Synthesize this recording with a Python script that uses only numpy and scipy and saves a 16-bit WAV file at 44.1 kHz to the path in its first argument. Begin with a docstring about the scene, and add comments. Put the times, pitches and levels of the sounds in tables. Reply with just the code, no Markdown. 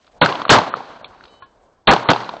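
"""Two pairs of pistol shots

Dry outdoor range, two quick pairs of shots, heard by a small microphone at the shooter that overloads.
Each blast is a pressure pulse with a bright crack and a low push, then dense noise scattered off ground and berms;
slap echoes ring as short tones, filtered noise rolls back from the hills and a low note follows each shot.
Spent cases and gear tick, thin metal tones swell and something hollow is knocked, over a faint noise floor."""
import sys
import numpy as np
from scipy import signal
from scipy.io import wavfile

SR = 44100
rng = np.random.default_rng(int(sys.argv[2]) if len(sys.argv) > 2 else 0)


def boost_factor(decibels):
    """Convert a level in decibels to a linear amplitude factor."""
    exponent = np.asarray(decibels, float) / 20
    return 10 ** exponent


def store_wav(level_fs):
    """Save 16-bit WAV to argv[1]."""
    pcm = np.round(np.clip(np.atleast_2d(level_fs), -1, 1) * 32767)
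    wavfile.write(sys.argv[1], SR, pcm.T.astype(np.int16))


N = 105840  # 2.4 s

# the four shots: t/s, blast level/dB into the microphone, scatter t60/s, hill roll level/dB, crack re blast/dB
SHOTS = [(0.2146, 10, 0.086, -14.5, -6), (0.4932, 22.5, .14, -12.5, 6), (1.8732, 19, 0.11, -14.5, 8.5),
         (2.0881, 10.5, 0.072, -19.5, -8)]


def rms_one(x):
    """Scale to rms 1."""
    return x / np.sqrt(np.mean(x ** 2) + 1e-20)


def drift(rate):
    """Slow chance with spread 1: noise through two equal low-passes at rate (Hz), made at every 40th sample."""
    r = np.exp(-80 * np.pi * rate / SR)
    slow = signal.lfilter([1], [1, -2 * r, r * r], rng.standard_normal(N // 40 + 2002))
    slow = rms_one(slow[2000:])  # the filter has settled
    return np.interp(np.arange(N) / 40, np.arange(len(slow)), slow)


def ring(s, db, hz, t60):
    """A click at s sets a sine ringing; it loses 60 dB in t60 seconds."""
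    t = np.maximum(np.arange(N) / SR - s, 0)
    return boost_factor(db - 60 * np.minimum(t / t60, 5)) * np.sin(2 * np.pi * hz * t)


def dying(s, t60):
    """Envelope that starts at s and loses 60 dB in t60 seconds."""
    t = np.arange(N) / SR - s
    return (t >= 0) * boost_factor(-60 * np.clip(t / t60, 0, 5))


def swell(s, rise, t60):
    """Dying envelope with a soft rise (time constant in s)."""
    return dying(s, t60) * (1 - dying(s, 7 * rise)) ** 2


def hiss(hz):
    """Noise an octave wide around hz, rms 1."""
    octave = signal.butter(4, [hz / 1.4, hz * 1.4], "band", fs=SR, output="sos")
    return rms_one(signal.sosfilt(octave, rng.standard_normal(N)))


def bands(spectrum, lumps_db, lump_rate):
    """Half-octave noise bands with own level and lumps; together rms 1. Returns centres and bands."""
    edges = 25 * 2 ** np.arange(0, 9.1, .5)
    white = rng.standard_normal((2, N))  # neighbouring bands take turns
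    together = drift(lump_rate)
    centres = np.sqrt(edges[1:] * edges[:-1])
    at, db = np.transpose(spectrum)
    out = []
    for k, hz in enumerate(centres):
        band = signal.butter(2, edges[k:k + 2], "band", fs=SR, output="sos")
        lumps = lumps_db * (1.18 * together + 0.6 * drift(lump_rate))
        level = np.interp(np.log(hz), np.log(at), db) + lumps
        out.append(signal.sosfilt(band, white[k % 2]) * boost_factor(level))
    out = np.array(out)
    return centres, out / np.sqrt(np.mean(out.sum(0) ** 2))


def air():
    """Outdoor floor: uneven shaped noise, with a light rustle of band noise at first."""
    # spectrum of the floor before scaling: f/Hz, relative level/dB
    floor_spectrum = [(15, -30), (25, -4), (213, -15.5), (235, -12.5), (730, -10), (1190, -20),
                      (1290, -20.5), (2000, -35.5), (7570, -34.5), (9000, -53), (11700, -79.5),
                      (19800, -120)]
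    floor_db, rustle_db, rustle_end_s = -55, -67, 0.23
    t = np.arange(N) / SR
    rustle_band = signal.butter(1, [1000, 3900], "band", fs=SR, output="sos")
    rustle = rms_one(signal.sosfilt(rustle_band, rng.standard_normal(N)))
    rustle = rustle * boost_factor(rustle_db + 3.0 * drift(40.0))
    rustle = rustle / (1 + np.exp(np.clip((t - rustle_end_s) / .02, -50, 50)))
    return boost_factor(floor_db) * bands(floor_spectrum, 2.7, lump_rate=9.8)[1].sum(0) + rustle


def ticks():
    """Spent cases and gear in small hard contacts: a short low ring and a bright rasp."""
    # contacts: t/s, level/dB (low ring 4.5 dB up on it), low pitch f/Hz, rasp re level/dB, rasp t60/s
    contacts = [(0.045, -48, 1460, 1, 0.018), (0.067, -49, 1260, 0.5, 0.033), (0.077, -39, 1300, -10, 0.02),
                (1.013, -31, 650, -33, .02), (1.031, -34, 594, -28, 0.022), (1.044, -26.5, 1120, 6, 0.019),
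                (1.054, -36.5, 580, -6, 0.087), (1.148, -33, 1060, -32, 0.018),
                (1.209, -28, 1470, -12.5, 0.011), (1.238, -33.5, 1340, -1.5, 0.019),
                (1.253, -34, 1400, -6, 0.03), (1.279, -45.5, 980, 0, 0.027)]
    ring_cycles = 9.6  # cycles to lose 60 dB
    t, bright = np.arange(N) / SR, hiss(3260)
    out = 0
    for s, db, hz, bright_db, t60 in contacts:
        low = boost_factor(db + 4.5) * swell(s, 0.00021, ring_cycles / hz) * np.sin(2 * np.pi * hz * (t - s))
        rasp = boost_factor(db + bright_db) * swell(s, 0.00072, t60) * bright
        out = out + low + rasp
    return out


def blasts():
    """An N-shaped pulse, bright crack and low push, then scatter off ground and berms, dying faster in the treble."""
    # spectrum of the scatter before scaling: f/Hz, relative level/dB
    scatter_spectrum = [(18, -43.5), (30, -27.5), (53, -14.5), (217, -10.5), (513, -7.5), (889, -4),
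                        (1330, -6), (2100, -18.5), (3810, -18), (7090, -36), (9000, -60.5), (11700, -85.5),
                        (19800, -120)]
    pulse_s, pulse_db = .0012, 2  # length, level re blast
    crack_t60_s = .018
    punch_db, punch_hz, punch_t60_s = -3, 160.4, .09  # the same for every shot
    bass_lingers = 0.088  # exponent of t60 against pitch
    t, crack = np.arange(N) / SR, hiss(3740)
    centres, noise = bands(scatter_spectrum, 3, lump_rate=76.0)
    out = 0
    for s, db, t60, _, crack_db in SHOTS:
        phase = (t - s) / pulse_s
        pulse = -boost_factor(db + pulse_db) * (1 - 2 * phase) * (phase >= 0) * (phase < 1)
        edge = boost_factor(db + crack_db) * crack * dying(s, crack_t60_s)
        punch = ring(s, punch_db, punch_hz, punch_t60_s)
        scatter = sum(b * dying(s, t60 * (f / 1000) ** -bass_lingers) for f, b in zip(centres, noise))
        out = out + pulse + edge + punch + boost_factor(db) * scatter
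    return out


def hill_roll():
    """Noise of each shot rolling back from near and far slopes; the powers of all rolls add."""
    # spectrum of the roll before scaling: f/Hz, relative level/dB
    roll_spectrum = [(18, -49), (30, -19), (239, -8), (276, -9.5), (342, -7.5), (490, -6.5), (1080, -2),
                     (2100, -19.5), (3900, -20.5), (6760, -40), (9000, -62.5), (11700, -85.5),
                     (19800, -120)]
    rise_s, near_t60_s = 0.014, 0.71
    far_db, far_t60_s = -15, 1.86  # level re near slope
    power = 0
    for s, _, _, db, _ in SHOTS:
        near = dying(s, near_t60_s) ** 2
        far = boost_factor(2 * far_db) * dying(s, far_t60_s) ** 2
        power = power + boost_factor(2 * db) * (1 - dying(s, rise_s)) ** 2 * (near + far)
    return np.sqrt(power) * bands(roll_spectrum, 1, lump_rate=30.0)[1].sum(0)


def boom():
    """A low steady note after each shot that sinks and then stops, its level wavering."""
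    boom_db, boom_hz, hold_s, t60_s = -29.5, 120, 0.16, 0.6
    out = 0
    for s, *_ in SHOTS:
        t = np.maximum(np.arange(N) / SR - s, 0)
        envelope = swell(s, 0.012, t60_s) * np.exp(-(t / hold_s) ** 6)
        out = out + boost_factor(boom_db) * envelope * np.sin(2 * np.pi * boom_hz * t)
    return out * boost_factor(2.0 * drift(14.0))


def slaps():
    """Single echoes: a few dull cycles over a lower body that swell and die, with a short bright edge."""
    # echoes: t/s, level/dB (dull tone 8 dB up on it), pitch f/Hz, bright edge re level/dB
    echoes = [(0.26, 5.5, 1465, -17.5), (0.289, -11, 1140, -9), (0.324, -11, 1030, -9),
              (.353, -21, 1050, 2.5), (.417, -10, 1150, -12), (0.452, -7.5, 1225, -18),
              (0.464, -20.5, 620, -20), (0.481, -15.5, 1160, -10), (.555, 3, 823, -12),
              (0.585, 0.5, 863, -8), (0.616, -11.5, 1060, -16.5), (0.677, -19.5, 690, -29),
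              (.739, -2.5, 1230, -26), (.769, -23, 500, -8.5), (.805, -18, 799, -32),
              (1.935, 2.5, 808.5, -6.5), (1.963, -7, 830, -10), (2.057, -18, 1070, -29),
              (2.117, -17.5, 950, 2.5), (2.133, -5.5, 830, -8), (2.161, -10.5, 910, -11.5),
              (2.203, -18.5, 848, -6.5), (2.233, -18.5, 956, -14), (2.244, -33, 870, 6.5),
              (2.291, -13, 990, -9.5), (2.338, -19, 680, -22), (2.366, -27, 630, -9)]
    rise_s, cycles = 0.00054, 10.75  # cycles to lose 60 dB
    body_db, body_ratio = -8.5, .55  # level and pitch re dull tone
    t, bright = np.arange(N) / SR, hiss(3200)
    out = 0
    for s, db, hz, treble_db in echoes:
        tone = np.sin(2 * np.pi * hz * (t - s))
        body = boost_factor(body_db) * np.sin(2 * np.pi * body_ratio * hz * (t - s))
        dull = boost_factor(db + 8) * swell(s, rise_s, cycles / hz) * (tone + body)
        edge = boost_factor(db + treble_db) * swell(s, 0.00039, 0.018) * bright
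        out = out + dull + edge
    return out


def metal():
    """Thin metal rings: sines that swell unevenly and fade."""
    # tones: f/Hz, level/dB rms at the height of the swell, t/s of that height
    tones = [(3020, -59, 1.35), (3871, -63, 1.28), (4317, -67, 1.28), (4893, -72, 1.27), (5265, -78, 1.26),
             (6223, -75, 1.27), (2374, -76, 1.28)]
    rise_s, fall_s = .055, .085
    t = np.arange(N) / SR
    out = 0
    for hz, db, s in tones:
        envelope = np.exp(-.5 * ((t - s) / np.where(t < s, rise_s, fall_s)) ** 2)
        level = np.sqrt(2) * boost_factor(db + 1.5 * drift(14.0))
        out = out + level * np.sin(2 * np.pi * hz * t) * envelope
    return out


def knock():
    """Something hollow is knocked: a few resonances ring under a rasp of band noise."""
    # resonances: f/Hz, level re knock/dB, t60/s
    modes = [(1077, 3, 0.12), (1430, -2.5, 0.071), (1680, -8, 0.14), (2410, -15, .05)]
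    s, knock_db = 1.4215, -34.5
    rasp_db, rasp_t60_s = -15.5, 0.13  # level re knock
    rasp = boost_factor(knock_db + rasp_db) * swell(s, 0.00081, rasp_t60_s) * hiss(3330)
    hollow = sum(ring(s, knock_db + db, hz, t60) for hz, db, t60 in modes)
    return rasp + (1 - dying(s, 0.0069)) * hollow


def scene():
    """Shots with their echoes, thinned in the bass, with the low notes, small metal sounds and the floor."""
    rumble_cut = signal.butter(5, 100, "high", fs=SR, output="sos")
    shots = signal.sosfilt(rumble_cut, blasts() + hill_roll() + slaps())
    return (shots + boom() + ticks() + metal() + knock() + air())[None]


def band_limit(x):
    """A steep low-pass at the top of the band."""
    return signal.sosfilt(signal.butter(12, 9250, fs=SR, output="sos"), x)


def record(dry):
    """The microphone input overloads, bass and top are cut, the treble drops out now and then."""
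    # treble dropouts: from t/s, to t/s
    treble_gaps = [(.19, .243), (.443, .498), (.70, .757), (1.02, 1.075), (1.402, 1.458), (1.86, 1.907),
                   (2.041, 2.099)]
    ceiling, knee = 0.55, 7.0  # a higher knee bends more sharply
    x = dry / (1 + np.abs(dry / ceiling) ** knee) ** (1 / knee)
    x = signal.sosfilt(signal.butter(1, 28, "high", fs=SR, output="sos"), x)
    x = signal.sosfilt(signal.butter(2, 8300, fs=SR, output="sos"), x)
    x = signal.sosfilt(signal.cheby2(12, 60, 9300, fs=SR, output="sos"), x)
    # zero-phase split, so that low and treble add up again
    low = signal.sosfiltfilt(signal.ellip(7, .1, 35, 4322, fs=SR, output="sos"), x)
    treble = x - low
    t = np.arange(N) / SR
    gap = sum(np.clip(np.minimum(t - a, b - t) / .005 + 1, 0, 1) for a, b in treble_gaps)  # 5 ms ramps
    return band_limit(low + (1 - gap) * treble)


dry = scene()
out = record(dry)
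store_wav(out)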